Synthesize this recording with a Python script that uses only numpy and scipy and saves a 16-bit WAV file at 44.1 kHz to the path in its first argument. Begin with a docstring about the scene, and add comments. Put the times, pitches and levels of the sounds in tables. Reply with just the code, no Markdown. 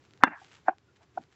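"""In a small quiet room, a cork stopper is twisted loose in a glass bottle.
The stuck cork lets go with one sharp snap that rings the glass, and chatters as it drags.
Then it gives duller knocks as it is rocked in the neck.
In between, the cork rubs faintly on the glass, with tiny dry ticks."""
import sys
import numpy as np
from scipy import signal
from scipy.fft import rfft, irfft
from scipy.io import wavfile

SR = 44100
rng = np.random.default_rng(int(sys.argv[2]) if len(sys.argv) > 2 else 0)


def to_wav(sig):
    """Store sig (one row per channel, or 1-D mono) as 16-bit WAV at the path in sys.argv[1].

    Samples outside -1..1 are clipped; the rate is SR.
    """
    pcm = np.clip(np.atleast_2d(sig), -1, 1) * 32767
    pcm = np.round(pcm).astype(np.int16)
    wavfile.write(sys.argv[1], SR, pcm.T)  # frames by channels


N = 59535
T = np.arange(N) / SR


def amp(db):
    """Turns decibels into a number to multiply by."""
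    return 10 ** (np.asarray(db) / 20)


def unit(x):
    """Scales a sound so that its average strength (rms) is 1."""
    return x / np.sqrt(np.mean(x ** 2) + 1e-20)


def look_up(table, hz):
    """Reads between the rows of a table, on a log-frequency scale."""
    f, value = np.transpose(table)
    return np.interp(np.log(hz + 1), np.log(f + 1), value)


def colour(x, table):
    """Turns each frequency of a sound up or down as the table says."""
    gain = amp(look_up(table, np.fft.rfftfreq(len(x), 1 / SR)))
    return irfft(rfft(x) * gain, len(x))


def swell(centre, half):
    """A smooth rise and fall, shaped like a bell."""
    return np.exp(-((T - centre) / half) ** 2)


def slips(per_second=2000, spread_db=3.5):
    """Cork slides in many tiny jerks: clicks of uneven size at random moments."""
    size = amp(spread_db * np.minimum(rng.exponential(1, N), 4))
    return size * rng.choice([-1., 1.], N) * (rng.random(N) < per_second / SR)


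# tone colour of the room's background: f/Hz, relative level/dB
BACKGROUND_COLOUR = [(20, -48.5), (45, -19), (75, -0.5), (120, 3), (200, -7), (380, -3), (600, -14.5),
                     (1500, -16), (3000, -21), (7600, -28.5), (8200, -49.5), (16000, -50.5)]
# its level, with dips at set times for the recorder's noise suppression: t/s, level/dB
SUPPRESSED_LEVEL = [(0, -63), (.2, -63.5), (.28, -64), (.37, -70.5), (.43, -64.5), (.64, -63.5),
                    (.74, -68.5), (.82, -68.5), (.89, -66.5), (1.12, -66.5), (1.22, -63.5), (1.35, -70)]
def background():
    """Faint, low room noise; the recorder's noise suppression lowers it after the snap and loud knock."""
    level_db = np.interp(T, *np.transpose(SUPPRESSED_LEVEL))
    return amp(level_db) * unit(colour(rng.standard_normal(N), BACKGROUND_COLOUR))


# light rubs of cork and fingers on glass: middle t/s, half length/s, level/dB
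RUBS = [(0.047, 0.021, -68.5), (0.394, 0.04, -66.5), (0.448, 0.036, -61.5), (0.547, 0.047, -59),
        (.675, .025, -70.5), (0.968, 0.0096, -70), (1.028, 0.025, -69.5), (1.164, 0.025, -70.5),
        (1.225, 0.015, -69), (1.33, 0.024, -68)]
# their tone colour: f/Hz, relative level/dB
RUB_COLOUR = [(200, -7.5), (600, -1), (1700, 4.5), (3000, 1.5), (5000, -5), (7800, -7), (8200, -41.5),
              (16000, -67.5)]
def rubbing():
    """Tiny slips blur into a faint, gritty hiss while the stopper turns freely."""
    loudness = sum(amp(db) * swell(centre, half) for centre, half, db in RUBS)
    return loudness * unit(colour(slips(), RUB_COLOUR))


# tiny dry ticks: t/s, peak level/dB
TICKS = [(.052, -46.5), (.109, -45.5), (0.1364, -40), (.176, -45), (.4035, -54), (0.447, -38), (.464, -49),
         (.52, -43), (0.5491, -44.5), (0.7841, -42.5), (0.962, -50), (1.1848, -45.5), (1.219, -50.5),
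         (1.238, -45.5)]
# their tone colour: f/Hz, relative level/dB
TICK_COLOUR = [(200, -16), (900, -3), (2000, 4), (4000, 1), (7600, -9), (8200, -30.5), (16000, -57)]
def ticks():
    """The cork catches for an instant, too briefly to make anything ring."""
    out = np.zeros(N)
    for start, db in TICKS:
        click = 1. * (np.arange(N) == round(start * SR))
        tick = colour(click, TICK_COLOUR)
        out += amp(db) * tick / (abs(tick).max() + 1e-12)
    return out


# bursts of chatter: middle t/s, half length/s, level/dB, lowest f/Hz, highest f/Hz
CHATTER_BURSTS = [(0.217, .009, -51, 650, 1730), (0.234, 0.0086, -39, 129, 2450),
                  (0.278, 0.01, -32, 169, 2200), (0.312, 0.022, -50.5, 160, 327),
                  (.329, 0.025, -43.5, 650, 2224), (0.366, 0.029, -50.5, 920, 1770),
                  (0.666, 0.0079, -53.5, 600, 1600), (0.682, 0.0078, -41, 500, 2170),
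                  (0.692, 0.017, -47, 216, 2600), (0.734, .006, -52.5, 600, 1196),
                  (0.898, 0.023, -72.5, 1380, 1474), (1.021, 0.019, -63.5, 248.3, 1280),
                  (1.167, 0.0079, -58, 197, 901), (1.193, .022, -52.5, 70, 428)]
# their tone colour: f/Hz, relative level/dB
CHATTER_COLOUR = [(60, -24), (160, -4.5), (250, 2), (350, 1.5), (470, -9.5), (720, 2.5), (950, 1),
                  (1250, -6.5), (1620, 3.5), (2050, -3.5), (2500, -5), (3500, -16.5)]
def chatter():
    """Under strain the cork drags in short, muffled bursts of slips, each in its own pitch range."""
    out = np.zeros(N)
    for centre, half, db, low_hz, top_hz in CHATTER_BURSTS:
        band = signal.butter(4, [low_hz, top_hz], "bandpass", fs=SR, output="sos")
        drag = signal.sosfilt(band, colour(slips(), CHATTER_COLOUR))
        shape = swell(centre, half)
        burst = drag * shape
        out += amp(db) * burst * np.linalg.norm(shape) / np.linalg.norm(burst)
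    return out


SNAP_START_S = 0.2358
# short tones of stopper and glass: f/Hz, level/dB, time to fade by 60 dB/s
SNAP_TONES = [(270, -8.5, .036), (529.7, -23, .05), (758.3, -7, 0.017), (974.6, 3, .012), (1379.7, 4, .01),
              (1600, -18, 0.069), (1755, -1, 0.012), (2095, -22, .05), (2780, -25, .035), (3530, -18, .016),
              (5430, -22.5, 0.00091)]
# the thin after-ring of the glass: f/Hz, level/dB, time to fade by 60 dB/s
GLASS_TONES = [(1567, -37.5, .28), (1624, -43, 0.16), (2726, -40.5, .2), (3486, -42, 0.087),
               (3775, -52, .06)]
def snap(rise_cycles=0.52, echo_s=0.0063, echo_db=-17.5, room_db=-29):
    """The seal gives way at once and rings stopper and glass; the sound bounces off the bar top."""
    t = np.maximum(T - SNAP_START_S, 0)
    ring = np.zeros(N)
    for k, (hz, db, fade_s) in enumerate(SNAP_TONES + GLASS_TONES):
        rise = 1 - np.exp(-t * hz / rise_cycles)
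        fade = amp(db - 60 * t / fade_s)
        direction = (-1) ** k  # every other tone starts by swinging the opposite way
        ring += direction * fade * rise * np.sin(2 * np.pi * hz * t)
    echo = np.interp(T - echo_s, T, ring, left=0)
    return ring + amp(echo_db) * echo + amp(room_db) * room_echo(ring)


# tone colour of the seal's dry crack: f/Hz, relative level/dB
CRACK_COLOUR = [(1500, -11), (2250, 8.5), (2650, -3), (3600, 1.5), (4400, -9.5), (5900, -2.5),
                (6700, -10.5), (7800, -40.5), (16000, -60)]
def crack(db=-31.5, fade_s=0.03):
    """The tearing seal adds a short spray of bright noise to the snap."""
    t = T - SNAP_START_S
    fade = (t > 0) * amp(db - 60 * abs(t) / fade_s)
    return fade * unit(colour(rng.standard_normal(N), CRACK_COLOUR))


# how long the room holds a sound: f/Hz, time to fade by 60 dB/s
ROOM_FADE = [(150, 0.07), (400, .1), (800, 0.12), (1700, 0.14), (3500, 0.13), (7000, 0.016)]
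def room_echo(x, rise_s=0.0073):
    """The room's echoes blur into a short tail, each frequency dying away at its own speed."""
    hz, t, spectrum = signal.stft(rng.standard_normal(SR // 2), SR, nperseg=256)
    fade = amp(-60 * t / look_up(ROOM_FADE, hz)[:, None])
    tail = signal.istft(spectrum * fade, SR, nperseg=256)[1]
    tail *= np.minimum(np.arange(len(tail)) / SR / rise_s, 1)
    return signal.fftconvolve(x, tail / np.linalg.norm(tail))[:N]


# the stopper rocking in the neck: start t/s, length/s, level/dB, pitch f/Hz, glide/octaves,
# overtone change per multiple of the pitch/dB, room echo level/dB
KNOCKS = [(0.414, 0.011, -45.5, 798, 0.14, -9, -11), (0.6808, 0.0098, -8.5, 744, -0.53, -3, -33),
          (0.6876, 0.013, -17.5, 774, -0.34, -1.5, -32.5), (0.693, 0.03, -34.5, 787.5, 0.024, -13, -26),
          (0.7124, 0.02, -41, 735, 0, -11, -29), (1.0107, .012, -55.5, 698, -0.096, -7, -14.5),
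          (1.1721, 0.013, -21, 739, 0.48, -8.5, -28.5)]
# the tones in one knock: multiple of its pitch, relative level/dB, multiple of its length
KNOCK_TONES = [(.465, -22, 1.49), (1, -1.5, 0.98), (1.38, -11.5, 0.65), (1.97, -8.5, 0.86),
               (2.28, -19, 0.67), (3.2, -31, 1.05)]
def knocks():
    """Each knock is a very short squeak: the cork slips, its tone swells and glides, and it sticks."""
    direct, to_room = np.zeros(N), np.zeros(N)
    for start, length, db, hz, glide, overtone_db, room_db in KNOCKS:
        progress = np.maximum(T - start, 0) / length
        pitch_hz = hz * 2 ** (glide * (np.minimum(progress, 1) - .5))
        cycles = np.cumsum((progress > 0) * pitch_hz) / SR
        for multiple, tone_db, stretch in KNOCK_TONES:
            shape = np.sin(np.pi * np.minimum(progress / stretch, 1)) ** 2
            gain = amp(db + tone_db + overtone_db * max(multiple - 1, 0))
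            tone = gain * shape * np.sin(2 * np.pi * multiple * cycles)
            direct += tone
            to_room += amp(room_db) * tone
    return direct + room_echo(to_room)


def scene():
    """Adds the cork and bottle sounds to the quiet room, in one channel."""
    return (background() + rubbing() + ticks() + chatter() + snap() + crack() + knocks())[None]


def record(dry, limit=1.0, top_hz=16500):
    """Flattens any peak of the snap that passes the limit, then removes the highest treble."""
    lowpass = signal.firwin(255, top_hz, window=("kaiser", 8), fs=SR)
    return signal.oaconvolve(np.clip(dry, -limit, limit), lowpass[None], "same")


dry = scene()
out = record(dry)
to_wav(out)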